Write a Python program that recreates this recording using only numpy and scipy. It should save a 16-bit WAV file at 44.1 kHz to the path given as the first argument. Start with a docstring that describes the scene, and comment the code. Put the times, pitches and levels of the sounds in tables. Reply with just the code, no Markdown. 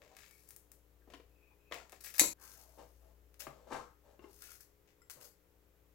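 """Kitchen scissors cut a crusty cheese baguette on a cardboard tray, heard close up in a small room.
Fracture grains make the rasp and crumbling, pulses the ticks, decaying modes the ring of blades, tray and plate.
The blades snap shut once; the sound breaks off, then a slice is snipped up over a plate, where pieces drop.
Soft bread rubs and knocks as filtered noise and resonances; sines make a faint hum over soft noise.
Table levels are relative: each source adds its own gain."""
import sys
import numpy as np
from scipy import signal
from scipy.fft import rfft, irfft
from scipy.io import wavfile
from scipy.ndimage import uniform_filter1d

SR = 44100
rng = np.random.default_rng(int(sys.argv[2]) if len(sys.argv) > 2 else 0)


def output_pcm(signal):
    """Save a mono or channel-first signal as 16-bit PCM at the path in sys.argv[1].

    Samples are clipped to [-1, 1] before scaling.
    """
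    pcm = np.clip(np.atleast_2d(signal).T, -1, 1) * 32767
    wavfile.write(sys.argv[1], SR, np.round(pcm).astype(np.int16))


N = 261954
TIME = np.arange(N) / SR
BREAK_S = 2.334   # tray part before, plate part after
# rise as a share of stroke length
SLIDE_RISE, CRUNCH_RISE, RUB_RISE, SQUEAK_RISE = 0.18, 0.1, 0.29, 0.72
RELEASE_DB_PER_S = 601

# blades slide through bread and along each other: start_s, length_s, level_db, easing_db
SLIDES = [(.14, 0.4, -70.5, 2), (2.004, 0.02, -57, 4.5), (2.034, 0.078, -49, 12), (2.139, 0.025, -48.5, 3),
          (2.181, 0.0067, -40, -2.5), (2.385, 0.25, -59.5, 6), (2.6, 0.52, -72.5, 13.5),
          (3.393, 0.0087, -50, 0), (3.4, 0.02, -47, 16), (4.27, 0.29, -68.5, -5.5), (4.405, 0.093, -55, 15),
          (4.505, 0.019, -51, 17), (4.598, 0.02, -57.5, 5.5), (5.097, 0.031, -50, 12),
          (5.2, 0.059, -61.5, -3.5)]
# crust crumbles under the blades: start_s, length_s, level_db, easing_db
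CRUNCHES = [(.014, 0.21, -69, 9), (.147, 0.13, -61, 5), (1.098, 0.05, -70, -4.5), (1.71, 0.13, -52.5, 18),
            (1.92, 0.042, -58, 10.5), (2.04, 0.053, -49.5, 6), (2.139, 0.017, -50.5, 8),
            (3.402, 0.01, -43, 4.5), (4.415, 0.12, -60, 13), (4.87, 0.049, -72, 5.5)]
# spectrum of the blade rasp: freq_hz, level_db
SLIDE_COLOUR = [(300, -22), (1000, -11.5), (1400, -4.5), (2200, -5.5), (3300, -10.5), (4500, -2), (6300, 0),
                (8500, -3), (12000, 2.5), (16000, -3)]
# spectrum of breaking crust, also used by crackles: freq_hz, level_db
CRUNCH_COLOUR = [(200, -15.5), (700, -5.5), (1150, -11.5), (1700, 0), (2400, 0), (3500, -6.5), (5500, -6.5),
                 (7400, -4.5), (8800, -18), (16000, -20)]


def cutting():
    """Fine bright rasp of the blades and coarser crumbling of the crust, both made of tiny fractures."""
    rasp = grains(SLIDE_COLOUR, per_s=3200, spread_db=3.5, clump_db=10.0, clumps_per_s=220)
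    crust = grains(CRUNCH_COLOUR, per_s=600, spread_db=7.5, clump_db=16.0, clumps_per_s=140)
    rasp = effort(SLIDES, SLIDE_RISE) * rasp
    crust = effort(CRUNCHES, CRUNCH_RISE) * crust
    return from_db(3.0) * rasp + from_db(-1.0) * crust


# blades slam shut, with rebounds, then the crust cracks once: start_s, strength_db
SNAP = [(2.1955, 3.5), (2.2012, -8), (2.2025, -4.5), (2.2090, -5.5), (2.2155, -16.5)]
# spectrum of the steel crack: freq_hz, level_db
SNAP_COLOUR = [(250, -27), (900, -16), (1450, -22), (1950, -9.5), (2450, -6.5), (2850, -15), (3400, -12),
               (4100, -3), (5100, -12), (6200, -3), (7500, 4.5), (8600, -15.5), (9600, -3.5), (12000, -5.5),
               (13700, -10), (16000, -18)]
# steel blades pressed shut: freq_hz, level_db, t60_s
BLADE_MODES = [(1945, -6, .14), (2553, -3, .18), (5900, -3.5, 0.19), (6700, -3, .2), (7104, 0, .22),
               (7404, 2, .22), (7504, -2, 0.36), (10386, -3, .17), (10539, -3, .16), (11958, -4, .17)]


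def snap(chatter_t60_s=.007, chatter=1.6, uneven_db=1.5):
    """Steel hits steel, then the crust cracks once: each impact is a crack with brief chatter and its own
    colour; the blades ring."""
    out, t = np.zeros(N), TIME[:2048]
    for start_s, strength_db in SNAP:
        noise = rng.standard_normal(len(t))
        force = chatter * unit_energy(noise * from_db(-60 * t / chatter_t60_s))
        force[0] += 1
        colour = [(hz, db + uneven_db * rng.uniform(-1, 1)) for hz, db in SNAP_COLOUR]
        crack = unit_energy(convolve(force, pulse(colour)))
        add(out, start_s, from_db(strength_db + 4.0) * crack)
    return out + from_db(-3.5) * ringing(BLADE_MODES, SNAP)


# blade edges and breaking crust: start_s, peak_db, body_db
TICKS = [(.019,-40,0),(.167,-36.5,-11),(.192,-40,-10),(.2344,-42,-3),(.311,-40,-12.5),(.4895,-33.5,-24.5),(.507,-32,-16.5),(.5633,-31,-21.5),(.7177,-34,-19),(1.1025,-44.5,-4),(1.743,-28.5,-7),(1.8962,-39,-11),(1.9215,-33.5,-14),(2.0395,-31.5,-17),(2.141,-30.5,-14.5),(2.186,-27,-14),(3.343,-45,-9.5),(3.413,-36,-9),(4.518,-40,-11),(5.099,-28.5,-12.5),(5.106,-29,-13.5),(5.213,-36,-12)]
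# treble level; treble dB per dB of body: thick crust cracks duller
TICK_TOP_DB, TOP_PER_BODY = -21, -0.56


def ticks(rows):
    """Each tick is one sharp pulse with more or less body."""
    out = np.zeros(N)
    for start_s, peak_db, body_db in rows:
        top_db = TICK_TOP_DB + TOP_PER_BODY * body_db
        colour = [(300, body_db - 13.5), (1000, body_db - 3.0), (2000, body_db + 1.0),
                  (3400, body_db - 6.0), (6000, -14.5), (11000, top_db), (16000, top_db - 2.0)]
        add(out, start_s, from_db(peak_db + 5.5) * unit_energy(pulse(colour)))
    return out


# crust cracks, later stick-slip scrapes of the blades: start_s, peak_db, ring_hz
CRACKLES = [(1.7225, -40, 2630), (1.7505, -40, 2520), (1.7635, -46, 2050), (1.785, -49, 2500),
            (1.801, -45.5, 1400), (4.423, -55, 1390), (4.431, -49, 1780), (4.488, -52, 1400),
            (4.516, -52.5, 1350), (4.553, -57, 1392), (4.604, -55.5, 1730)]


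def crackles(ring_cycles=28, crack=0.36, crack_t60_s=0.008):
    """Each crust crack or stick-slip scrape is a tiny noise burst with a brief ring at its own pitch."""
    out, t = np.zeros(N), TIME[:2048]
    for start_s, peak_db, ring_hz in CRACKLES:
        tone = np.sin(2 * np.pi * ring_hz * t) * from_db(-60 * t * ring_hz / ring_cycles)
        burst = rng.standard_normal(len(t)) * from_db(-60 * t / crack_t60_s)
        burst = convolve(burst, unit_energy(pulse(CRUNCH_COLOUR)))
        add(out, start_s, from_db(peak_db) * (tone + crack * burst))
    return out


# scissors creak as they are worked open: start_s, length_s, level_db, first_hz, last_hz
SQUEAKS = [(.22, 0.19, -80.5, 2300, 2290), (1.01, .016, -83, 1900, 1450), (1.29, 0.23, -80.5, 2520, 2470),
           (1.48, .05, -83.5, 720, 930), (1.572, 0.19, -79, 2460, 2570)]


def squeak(width_hz=170, rough_db=3.0, wander=0.005, easing_db=4):
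    """Uneven stick and slip in one narrow resonance that glides and wavers with the pressure."""
    slips = rng.standard_normal(N) * from_db(rough_db * drift(70))
    waver, out = 1 + wander * drift(13), 0
    for start_s, length_s, level_db, first_hz, last_hz in SQUEAKS:
        hz = np.interp(TIME, [start_s, start_s + length_s], [first_hz, last_hz]) * waver
        whistle = moving_resonance(slips, hz, width_hz)
        whistle = moving_resonance(whistle, hz, 2 * width_hz)
        out = out + stroke(start_s, length_s, level_db, easing_db, SQUEAK_RISE) * whistle
    return from_db(5.5) * out


# open blades touch: start_s, strength_db
BLADE_TOUCHES = [(5.018, -21)]
# steel blades standing open: freq_hz, level_db, t60_s
OPEN_BLADE_MODES = [(1400, -7, .05), (2000, -5, 0.033), (5270, -12, .08), (7569, -1.5, 0.061),
                    (10900, -6, .07)]


def open_blades(touches):
    """The open blades touch and their modes ring faintly."""
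    return ringing(OPEN_BLADE_MODES, touches)


# bread shifts on tray and plate: start_s, length_s, level_db, easing_db, hollow_hz
RUBS = [(0, 0.077, -64, 3, 550), (0.091, 0.11, -61, 25, 690), (1.066, 0.16, -63, 16, 457),
        (1.714, 0.16, -53, 18.5, 744), (2.368, 0.2, -61.5, 11.5, 1350), (2.526, 0.23, -66.5, 4.5, 631),
        (2.767, 0.1, -52.5, 13, 600), (2.997, 0.11, -70, -0.5, 582), (3.374, 0.3, -59.5, 6, 534),
        (3.667, 0.052, -56, 0, 518), (3.695, 0.14, -42, 21.5, 515), (3.7, 0.22, -47.5, 23, 1060),
        (4.025, 0.12, -64, 2, 558), (4.201, 0.1, -59, 5.5, 383), (5.146, 0.11, -60, 5.5, 497)]
# spectrum of the dull rustle: freq_hz, level_db
RUB_COLOUR = [(60, -14.5), (170, -9.5), (330, -9), (500, 0), (650, -12.5), (870, -2), (1400, -12),
              (1900, -18.5), (3500, -22), (7500, -23), (8800, -29), (16000, -37.5)]
# a firm rub rustles more, a light one is mostly hollow tone
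FIRM_RUB_DB, RUSTLE_GROWTH = -46.5, 0.14


def rubbing(width_hz=200, width_at_hz=550, width_growth=1.9, wander=0.041, rough_db=2.0):
    """Soft bread slips in small steps: dull rustle and wandering hollow resonance, broader when higher."""
    rustle = grains(RUB_COLOUR, per_s=3000, spread_db=3.5, clump_db=2.5, clumps_per_s=70)
    slips = rng.standard_normal(N) * from_db(rough_db * drift(150))
    waver, hollow = 1 + wander * drift(22), 0
    for *shape, hollow_hz in RUBS:
        centre_hz = hollow_hz * waver
        band_hz = width_hz * (hollow_hz / width_at_hz) ** width_growth
        tone = moving_resonance(slips, centre_hz, band_hz)
        tone = moving_resonance(tone, centre_hz, band_hz)
        hollow = hollow + stroke(*shape, RUB_RISE) * tone
    band = signal.butter(4, [280, 1950], "band", fs=SR, output="sos")
    hollow = signal.sosfilt(band, hollow)
    force = effort(RUBS, RUB_RISE)
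    rustle = force * (force / from_db(FIRM_RUB_DB)) ** RUSTLE_GROWTH * rustle
    return from_db(-4.0) * rustle + from_db(-3.5) * hollow


# bread and scissors on tray and plate: start_s, level_db, ring_hz, bass_db, hardness_db
KNOCKS = [(1.076,-51.5,378,6.5,-10),(1.101,-54.5,573,14,12),(1.137,-41.5,291,1,7.5),(1.198,-54,487,-3,3),(1.713,-41,550,-2,-3),(1.722,-32.5,2000,-2.5,7.5),(1.926,-46,390,-7.5,-12),(2.2138,-29.5,316,5,-19),(2.236,-33,580,-5,-6),(2.776,-56,552,8,-15.5),(2.789,-54.5,595,7,-17),(3.4686,-37,1176,3.5,-1.5),(3.471,-55,138,22,-16),(3.671,-50,521,7,-8),(3.711,-36,497,-3,-22),(3.724,-32.5,1182,-6,-5.5),(3.748,-31.5,880,-11,-11),(4.193,-49.5,376,14,1),(4.24,-49.5,360,13,-7),(5.16,-57.5,133.5,11,2)]
RING_PER_BASS = 0.46   # dB of ring per dB of bass: a heavy knock rings more
RATTLE_PER_HARDNESS = -0.25   # dB of rattle length per dB of hardness: a soft piece lands slowly


def knocks(rows, rattle_t60_s=0.046, rattle=1.0, ring_cycles=30, ring=0.65, contact_s=0.00039):
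    """A push with a short rattle of crumbs, and one damped tray or plate resonance; harder is brighter."""
    out, t = np.zeros(N), TIME[:4096]
    for start_s, level_db, ring_hz, bass_db, hard_db in rows:
        t60_s = rattle_t60_s * from_db(RATTLE_PER_HARDNESS * hard_db)
        crumbs = unit_energy(rng.standard_normal(len(t)) * from_db(-60 * t / t60_s))
        push = t * np.exp(-t / contact_s)   # a soft contact swells instead of clicking
        force = rattle * crumbs + 0.16 * unit_energy(np.gradient(push))
        colour = [(50, bass_db - 15.5), (130, bass_db - 10), (220, bass_db - 2.0),
                  (340, bass_db + 3), (950, 0.77), (2700, hard_db - 7.0), (3900, hard_db - 16.0),
                  (7400, hard_db - 28.5), (9500, hard_db - 30.0)]
        thud = unit_energy(convolve(force, pulse(colour)))
        decay = from_db(-60 * t * ring_hz / ring_cycles)
        tone = unit_energy(np.sin(2 * np.pi * ring_hz * t) * decay)
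        tone = ring * from_db(RING_PER_BASS * bass_db) * tone
        add(out, start_s, from_db(level_db + 17.0) * (thud + tone))
    return out


# bumps hard enough to ring the plate: start_s, strength_db
PLATE_TOUCHES = [(4.193, -24.5), (4.241, -20)]
# china plate damped by the bread: freq_hz, level_db, t60_s
PLATE_MODES = [(1078, 0.5, .08), (1480, -2, 0.07), (2095, -9, 0.06), (2740, -1.5, 0.03)]


def plate():
    """Bumps ring the modes of the damped china plate."""
    return ringing(PLATE_MODES, PLATE_TOUCHES)


# the snap jolts the loaf against the tray: start_s, strength_db
TRAY_BUMPS = [(2.214, 0)]
# hollow cardboard tray on the table: freq_hz, level_db, t60_s
TRAY_MODES = [(318.4, -0.5, .06), (554.7, -1, 0.13)]


def tray():
    """The jolt rings the modes of the hollow cardboard tray."""
    return ringing(TRAY_MODES, TRAY_BUMPS)


# reverberation: freq_hz, t60_s
ROOM_T60 = [(150, 0.43), (400, 0.26), (1000, 0.28), (2800, 0.29), (7300, 0.33), (15000, 0.25)]
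# left-right correlation of the room: freq_hz, likeness
ROOM_LIKENESS = [(100, 0.54), (300, 0.74), (700, 0.31), (2000, 0.062), (8000, 0.045)]


def room(dry, late_db=-5.0, early_db=-6, early_t60_s=0.043, gap_s=0.0046):
    """Quick table-top reflections and a short diffuse tail, as decaying noise responses in stereo."""
    size = 24000
    t, hz = TIME[:size], np.fft.rfftfreq(size, 1 / SR)
    noise = stereo_noise(ROOM_LIKENESS, size)
    edges_hz = [0, *(125 * 2 ** np.arange(8)), SR]
    late = 0
    for low, high in zip(edges_hz, edges_hz[1:]):
        band = irfft(noise * ((hz >= low) & (hz < high)))
        late = late + band * from_db(-60 * t / at_hz(ROOM_T60, low * np.sqrt(2)))
    late = unit_energy(late * (1 - np.exp(-t / gap_s)))
    early = irfft(stereo_noise(ROOM_LIKENESS, size)) * from_db(-60 * t / early_t60_s)
    early = unit_energy(early * (t > .0007))
    response = np.sqrt(2) * (from_db(late_db) * late + from_db(early_db) * early)
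    return np.array([convolve(dry, side) for side in response])


def heard(dry, pan_db, lag_count):
    """Direct sound and room; the right channel is pan_db quieter and lag_count samples later."""
    left, right = from_db(-3.0) * dry + room(dry)
    return from_db(4.0) * np.array([left, from_db(-pan_db) * np.roll(right, lag_count)])


# mains hum partials: multiple, level_db
HUM = [(1, -1.5), (3, -17.5), (5, -14), (6, -20), (7, -14), (8, -17), (9, -18.5)]
# swell of the fundamental: time_s, level_db
HUM_SWELL = [(0, -74.5), (.4, -71.5), (1.15, -65), (1.55, -70), (2.3, -70.5), (3.05, -62), (3.75, -68.5),
             (4.5, -70.5), (4.9, -76.5), (5.94, -69.5)]
HUM_HZ, HUM_DB = 59.46, -69   # HUM_DB: base level of the overtones


def hum():
    """Mains sines: a swelling fundamental and unsteady overtones, stronger on the left."""
    out = 0
    for multiple, level_db in HUM:
        level = gain_curve(HUM_SWELL) if multiple == 1 else from_db(HUM_DB + 2.0 * drift(3.5))
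        tone = np.sin(2 * np.pi * (multiple * HUM_HZ * TIME + rng.random()))
        out = out + from_db(level_db) * level * np.sqrt(2) * tone
    return out * from_db([[3.4], [-5.7]])


# noise spectrum: freq_hz, level_db
FLOOR_COLOUR = [(20, -3), (45, -0.5), (100, 1), (210, -11), (400, -6.5), (560, -8), (700, -12),
                (2000, -17.5), (4500, -24.5), (7500, -23), (9000, -28.5), (12000, -19.5), (16000, -20)]
# left-right correlation: freq_hz, likeness
FLOOR_LIKENESS = [(60, 0.87), (400, 0.59), (1500, 0.096), (5000, 0.21)]
# left minus right: freq_hz, balance_db
FLOOR_BALANCE = [(60, 4), (500, 8.5), (1500, 2.5), (5000, 5), (14000, 2)]
FLOOR_DB = -73


def room_air():
    """Soft room rumble and hiss: stereo noise shaped in frequency."""
    hz = np.fft.rfftfreq(N, 1 / SR)
    balance = from_db(at_hz(FLOOR_BALANCE, hz) * np.array([[.5], [-.5]]))
    balance = balance / balance.mean(0)
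    spectrum = stereo_noise(FLOOR_LIKENESS, N) * from_db(at_hz(FLOOR_COLOUR, hz))
    air = irfft(spectrum * balance, N)
    return from_db(FLOOR_DB) * air / np.std(air.mean(0))


def from_db(db):
    """Decibels to gain."""
    return 10 ** (np.asarray(db) / 20)


def rms_one(x):
    """Scale to rms 1."""
    return x / np.sqrt(np.mean(x ** 2) + 1e-20)


def unit_energy(x):
    """Scale to total energy 1."""
    return x / np.sqrt(np.sum(x ** 2) + 1e-20)


def gain_curve(rows):
    """Rows of time_s, level_db as a gain for every sample."""
    return from_db(np.interp(TIME, *np.transpose(rows)))


def at_hz(points, hz):
    """Read a table on a log-frequency axis."""
    table = np.array(points)
    return np.interp(np.log(np.maximum(hz, 1)), np.log(table[:, 0]), table[:, 1])


def drift(rate_hz):
    """Random wander: straight lines between normal draws, rate_hz draws a second."""
    steps = rng.standard_normal(8000)
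    return np.interp(TIME * rate_hz, np.arange(len(steps)), steps)


def pulse(colour, size=2048):
    """Minimum-phase pulse of the given spectrum, by folding the cepstrum."""
    cepstrum = irfft(np.log(from_db(at_hz(colour, np.fft.rfftfreq(size, 1 / SR)))))
    cepstrum[1:size // 2] *= 2
    cepstrum[size // 2 + 1:] = 0
    return irfft(np.exp(rfft(cepstrum)))


def convolve(x, response):
    """Pass a signal through a response, keeping its length."""
    return signal.oaconvolve(x, response)[:len(x)]


def add(track, start_s, sound):
    """Mix a sound into a track at start_s."""
    start = max(int(round(start_s * SR)), 0)
    track[start:start + len(sound)] += sound[:N - start]


def stereo_noise(likeness, size):
    """Spectra of two white noises, correlated by the given table."""
    alike = np.clip(at_hz(likeness, np.fft.rfftfreq(size, 1 / SR)), -.99, .99)
    mid, side = np.exp(2j * np.pi * rng.random((2, size // 2 + 1)))
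    return np.sqrt(1 + alike) * mid + np.sqrt(1 - alike) * side * [[1], [-1]]


def grains(colour, per_s, spread_db, clump_db, clumps_per_s):
    """Tiny fractures of uneven size that come in clumps; rms 1."""
    born = rng.random(N) < per_s / SR
    sizes = from_db(spread_db * np.minimum(rng.exponential(1, N), 4)) * rng.choice([-1, 1], N)
    clicks = born * sizes * from_db(clump_db * drift(clumps_per_s))
    # the steady push of the hand keeps the average work even
    power = np.abs(uniform_filter1d(clicks ** 2, size=700))
    clicks = clicks / np.sqrt(power + 1e-6)
    return rms_one(convolve(clicks, pulse(colour)))


def moving_resonance(x, hz, width_hz):
    """One damped resonance whose centre follows hz; rms 1."""
    turn = np.exp(2j * np.pi * np.cumsum(hz) / SR)
    damped = signal.lfilter([1], [1, -np.exp(-np.pi * width_hz / SR)], x / turn)
    return rms_one((turn * damped).real)


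def stroke(start_s, length_s, level_db, easing_db, rise):
    """Gain of one hand stroke: builds up, eases off by easing_db over its length, then lets go."""
    t = np.maximum(TIME - start_s, 0)
    length_s = max(length_s, .002)
    rise_s = np.clip(rise, .01, .9) * length_s
    eased = np.clip((t - rise_s) / (length_s - rise_s), 0, 1)
    released_s = np.clip(t - length_s, 0, 1)
    gain = from_db(level_db - easing_db * eased - RELEASE_DB_PER_S * released_s)
    return np.minimum(t / rise_s, 1) * gain


def effort(rows, rise):
    """Gain of a whole table of strokes; where they overlap their powers add."""
    return np.sqrt(sum(stroke(*row[:4], rise) ** 2 for row in rows))


def ringing(body, blows):
    """Every blow sets the modes of a body ringing, each mode with a random strength."""
    out, t = np.zeros(N), TIME[:SR // 2]
    hz, level_db, t60_s = np.transpose(body)[:, :, None]
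    modes = from_db(level_db - 60 * t / t60_s) * np.sin(2 * np.pi * hz * t)
    for start_s, strength_db in blows:
        uneven = from_db(rng.normal(0, 2, len(hz)))
        add(out, start_s, from_db(strength_db - 38) * (uneven @ modes))
    return out


# right-channel treble of the snap: freq_hz, level_db
RIGHT_SNAP_COLOUR = [(4300, 0.5), (6300, -3), (7800, -10.5), (8650, 8.5), (9700, 1.5), (13000, 0)]


def scene():
    """Cutting on the tray stops dead in the tail of the snap; the slice over the plate follows."""
    blades = cutting() + squeak() + crackles()
    bread = rubbing() + plate() + tray()
    first = np.clip((BREAK_S - TIME) / .004 + .5, 0, 1)   # 4 ms crossfade
    left, right = heard(snap(), pan_db=7.5, lag_count=1)
    right = convolve(right, pulse(RIGHT_SNAP_COLOUR))
    out = room_air() + hum() + first * np.array([left, right])
    for on_tray, part in ((True, first), (False, 1 - first)):
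        tick_rows, knock_rows, touch_rows = (
            [row for row in table if (row[0] < BREAK_S) == on_tray]
            for table in (TICKS, KNOCKS, BLADE_TOUCHES))
        scissors = part * blades + ticks(tick_rows) + open_blades(touch_rows)
        scissors = heard(scissors, pan_db=12.5, lag_count=1 if on_tray else 6)
        table_top = part * bread + knocks(knock_rows)
        table_top = heard(table_top, pan_db=7.5 if on_tray else 9.0, lag_count=1)
        out = out + part * (scissors + table_top)
    return out


CUTOFF_HZ = 15900


def record(dry):
    """Clip at full scale, then cut the top with a steep low-pass."""
    low_pass = signal.ellip(10, .1, 70, CUTOFF_HZ, fs=SR, output="sos")
    return signal.sosfilt(low_pass, np.clip(dry, -1, 1))


dry = scene()
out = record(dry)
output_pcm(out)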